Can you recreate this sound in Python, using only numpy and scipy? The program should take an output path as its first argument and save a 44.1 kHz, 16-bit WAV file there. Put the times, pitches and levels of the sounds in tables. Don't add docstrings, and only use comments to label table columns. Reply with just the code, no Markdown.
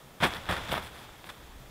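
import sys
import numpy as np
from scipy import signal
from scipy.io import wavfile

SR = 44100
rng = np.random.default_rng(int(sys.argv[2]) if len(sys.argv) > 2 else 0)


def gain_from_db(level_db):
    decades = np.asarray(level_db, float) / 20
    return 10 ** decades


def file_out(sig):
    cols = np.atleast_2d(sig).T
    lim = np.clip(cols, -1, 1)
    pcm = np.round(lim * 32767).astype(np.int16)
    wavfile.write(sys.argv[1], SR, pcm)


N = 74970


def rms_one(x):
    return x / np.sqrt(np.mean(x ** 2) + 1e-20)


def curve_db(rows):
    return np.interp(np.arange(N) / SR, *np.transpose(rows))


def drift(rate_hz):
    step = 40
    pole = np.exp(-2 * np.pi * rate_hz * step / SR)
    noise = rng.standard_normal(N // step + 2002)
    slow = signal.lfilter([1], [1, -2 * pole, pole ** 2], noise)[2000:]
    return np.interp(np.arange(N) / step, np.arange(len(slow)), rms_one(slow))


def grains(per_s, spread_db):
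    sizes = gain_from_db(spread_db * np.minimum(rng.exponential(1, N), 4))
    signs = rng.choice([-1, 1], N)
    struck = rng.random(N) < per_s / SR
    return rms_one(sizes * signs * struck + 1e-9)


def band_pass(x, order, low_hz, high_hz):
    return signal.sosfilt(signal.butter(order, [low_hz, high_hz], "band", fs=SR, output="sos"), x)


def colour(sources, spectrum, patchy_db):
    spectrum_hz, spectrum_db = np.transpose(spectrum)
    edges = 30 * 2 ** np.arange(0, 9.6, 0.5)
    out, power = 0, 0
    for k, (low, high) in enumerate(zip(edges, edges[1:])):
        centre = np.log(low * high) / 2
        gain = gain_from_db(np.interp(centre, np.log(spectrum_hz), spectrum_db))
        band = band_pass(sources[k % 2], 2, low, high)
        out = out + gain * gain_from_db(patchy_db * drift(18.5)) * band
        power = power + gain ** 2 * (high - low) * 2 / SR
    return out / np.sqrt(power)


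def resonance(x, hz, width_hz):
    radius, angle = np.exp(-np.pi * width_hz / SR), 2 * np.pi * hz / SR
    zeros = (1 - radius ** 2) / 2 * np.array([1, 0, -1])
    return signal.lfilter(zeros, [1, -2 * radius * np.cos(angle), radius ** 2], x)


# pitch_hz [Hz], level_db [dB per Hz]
AIR_SPECTRUM = [(60, -16), (130, -5.5), (200, -9.5), (700, -12), (1500, -17.5), (3000, -24), (6000, -28),
                (15000, -30.5)]
AIR_DB = -52.5


def forest_air():
    return gain_from_db(AIR_DB) * colour(rng.standard_normal((2, N)), AIR_SPECTRUM, patchy_db=0.66)


# start_s [s], level_db [dB]
WIND_LEVEL = [
    (0, -59),
    (.3, -70),
    (.55, -46),
    (.9, -62.5),
    (1.3, -60.5),
    (1.42, -58),
    (1.55, -47.5),
    (1.7, -55.5),
]
WIND_CUT_HZ, WIND_LUMP_DB = 62, 3


def wind():
    noise = rng.standard_normal(N + SR)
    rumble = band_pass(noise, 3, 16, WIND_CUT_HZ)[SR:]
    return gain_from_db(curve_db(WIND_LEVEL) + WIND_LUMP_DB * drift(35)) * rms_one(rumble)


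# delay_s [s], level_db [dB]
TREE_ECHOES = [
    (.021, -23),
    (.047, -23),
    (.083, -24.5),
]


def tree_echoes(tent):
    dull = signal.lfilter([0.4], [1, -0.6], tent)
    echoes = np.zeros(N)
    for delay_s, level_db in TREE_ECHOES:
        echoes += gain_from_db(level_db) * np.concatenate([np.zeros(int(delay_s * SR)), dull])[:N]
    return echoes


# start_s [s], level_db [dB]
SLIDE_LEVEL = [(0, -62), (.198, -72), (.21, -38), (.29, -40.5), (.38, -45), (.42, -46.5), (.48, -46.5),
               (.55, -41), (.62, -41), (.68, -40.5), (.80, -44), (.89, -49.5), (1.05, -50.5), (1.2, -57.5),
               (1.33, -55.5), (1.45, -56.5), (1.7, -63)]
# pitch_hz [Hz], level_db [dB per Hz]
HISS_SPECTRUM = [(40, 1), (100, 4), (290, -8.5), (850, -4), (1600, -5), (2600, -7.5), (4500, -18),
                 (17000, -34.5)]


def slide(clumps):
    flow = clumps * gain_from_db(curve_db(SLIDE_LEVEL) + 0.56 * drift(17))
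    sources = [flow * grains(8000, 2.23) for _ in range(2)]
    return colour(sources, HISS_SPECTRUM, patchy_db=0.5)


# start_s [s], rise_s [s], hold_s [s], level_db [dB], powder treble_db [dB]
FLURRY_EVENTS = [(0.201, 0.0018, 0.0028, -34.5, -5), (0.217, 0.015, 0.0033, -23, -9),
                 (0.23, .010, 0.0067, -19.5, -8), (0.257, 0.0029, .012, -46, 13),
                 (0.297, 0.028, 0.049, -41, 2.5), (0.463, 0.0027, 0.014, -42.5, -7),
                 (.488, 0.0026, 0.023, -27.5, -4.5), (0.523, 0.0046, 0.014, -33, -4),
                 (0.559, .005, 0.017, -36, -1.5), (0.686, 0.002, 0.003, -36, -2),
                 (0.705, 0.012, 0.014, -32, 3.5), (0.737, 0.014, 0.028, -34, -3),
                 (0.788, 0.0037, 0.005, -42, -5), (0.817, .008, 0.041, -47.5, 8),
                 (0.93, 0.013, 0.1, -54.5, 9), (1.239, 0.027, .010, -51.5, 8),
                 (1.285, 0.0047, 0.013, -47, 5.5)]
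# pitch_hz [Hz], level_db [dB per Hz]
CRUNCH_SPECTRUM = [(60, -16), (200, -1.5), (320, -6.5), (750, -1), (1550, -3), (2700, -10), (4600, -24),
                   (9000, -39.5)]
# pitch_hz [Hz], level_db [dB per Hz]
POWDER_SPECTRUM = [(3000, -3.5), (4600, 7.5), (6500, -21), (9500, 11), (13000, 2), (18000, -22)]
POWDER_DB = -15.5
FLURRY_FALL_S = 0.016


def flurries(clumps):
    t = np.arange(N) / SR
    crunch_power, powder_power = np.zeros(N), np.zeros(N)
    for start_s, rise_s, hold_s, level_db, treble_db in FLURRY_EVENTS:
        rise = np.clip((t - start_s) / rise_s, 0, 1)
        fall = np.exp(-np.clip(t - start_s - rise_s - hold_s, 0, 1) / FLURRY_FALL_S)
        crunch_power += (gain_from_db(level_db) * rise * fall) ** 2
        powder_power += (gain_from_db(level_db + treble_db) * rise * fall) ** 2
    crunch = [clumps * np.sqrt(crunch_power) * grains(5000, 3.0) for _ in range(2)]
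    powder = [clumps * np.sqrt(powder_power) * grains(18000, 2.6) for _ in range(2)]
    body = colour(crunch, CRUNCH_SPECTRUM, patchy_db=1.36)
    return body + gain_from_db(POWDER_DB) * colour(powder, POWDER_SPECTRUM, patchy_db=1.85)


# start_s [s], level_db [dB, peak], pitch_hz [Hz], crack_db [dB re swing]
SNAP_EVENTS = [(.2260, -15, 744, -18), (.2362, -24, 1560, -8), (.2520, -17.5, 1160, -6),
               (.269, -19, 1500, -16), (.3060, -29.5, 1160, 4.5), (.3372, -29, 1370, 5),
               (.3475, -38, 1512, 11), (.3680, -27.5, 2500, -4), (.4565, -27.5, 1245, -5),
               (.4890, -19, 1500, -14), (.5258, -21.5, 980, -5), (.5680, -29, 2000, 5),
               (.5885, -28, 1170, -14), (.7190, -21, 2960, 1), (.7265, -17, 576, -10),
               (.7410, -13.5, 1020, -16), (.7783, -18, 940, -6), (.8275, -33.5, 2460, 1),
               (.8480, -29.5, 2000, -2), (.877, -41, 2480, 8), (0.964, -43, 1220, 4),
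               (1.092, -37, 1100, -9), (1.2425, -35.5, 1300, 4.5), (1.2915, -31.5, 1490, -9),
               (1.2945, -30.5, 1450, -6), (1.300, -33.5, 1900, 3.5), (1.304, -34, 1570, -6)]
SNAP_CYCLES = 0.31
CRACK_S, CRACK_CUT_HZ, CRACK_AIR_DB = 0.0007, 4300, -21


def snaps():
    swings, cracks = np.zeros(N + SR), np.zeros(N + SR)
    t = np.arange(400) / SR
    for start_s, level_db, pitch_hz, crack_db in SNAP_EVENTS:
        start = int(start_s * SR)
        at = slice(start, start + len(t))
        pulse = np.exp(-0.5 * ((t * pitch_hz - 0.5) / SNAP_CYCLES) ** 2)
        swings[at] += gain_from_db(level_db) * np.sin(2 * np.pi * pitch_hz * t) * pulse
        noise = rng.standard_normal(len(t))
        cracks[at] += gain_from_db(level_db + crack_db) * np.exp(-t / CRACK_S) * noise
    dull_cracks = band_pass(cracks + 1e-18, 2, 500, CRACK_CUT_HZ)
    return (swings + dull_cracks + gain_from_db(CRACK_AIR_DB) * cracks)[:N]


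# [s, time to fall 60 dB]
BOOM_EVENTS = [(.035, -49.5, 133.5, 0.36), (0.203, -27.5, 117, 0.081), (0.225, -15.5, 191, 0.053),
               (0.236, -21.5, 153, 0.065), (0.246, -32, 68.3, 0.22), (0.359, -37, 180, 0.044),
               (0.376, -39, 94, 0.16), (0.489, -25, 94, 0.14), (0.493, -26.5, 198, 0.049),
               (.50, -31.5, 62.5, 0.2), (.56, -36, 61.4, 0.12), (0.701, -32, 68, .2),
               (.692, -33, 182, 0.081), (0.724, -27, 135, 0.055), (0.758, -37, 79.5, 0.24),
               (0.832, -41, 70, 0.15), (1.28, -49, 110, 0.13), (1.60, -40.5, 127, 0.16)]
BOOM_RISE_S = 0.0041


def booms():
    out = np.zeros(N)
    for start_s, level_db, pitch_hz, t60_s in BOOM_EVENTS:
        t = np.clip(np.arange(N) / SR - start_s, 0, None)
        envelope = gain_from_db(level_db - 60 * t / t60_s) * (1 - np.exp(-t / BOOM_RISE_S))
        out += envelope * np.sin(2 * np.pi * pitch_hz * t)
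    return out


def fabric_ring(tent):
    return tent + gain_from_db(-3.0) * resonance(tent, hz=3450, width_hz=550)


def scene():
    clumps = gain_from_db(1 * drift(103))
    tent = fabric_ring(flurries(clumps) + snaps() + booms())
    return (forest_air() + wind() + slide(clumps) + tent + tree_echoes(tent))[None]


def band_limit(x):
    return signal.sosfilt(signal.butter(12, 15710, fs=SR, output="sos"), x)


def record(dry):
    peaked = dry + gain_from_db(1) * resonance(dry, hz=3376, width_hz=376)
    dipped = peaked - 0.13 * resonance(peaked, hz=2546, width_hz=1800)
    top_cut = signal.ellip(16, 0.5, 70, 15720, fs=SR, output="sos")
    mix = signal.sosfilt(top_cut, dipped)
    return band_limit(mix)


dry = scene()
out = record(dry)
file_out(out)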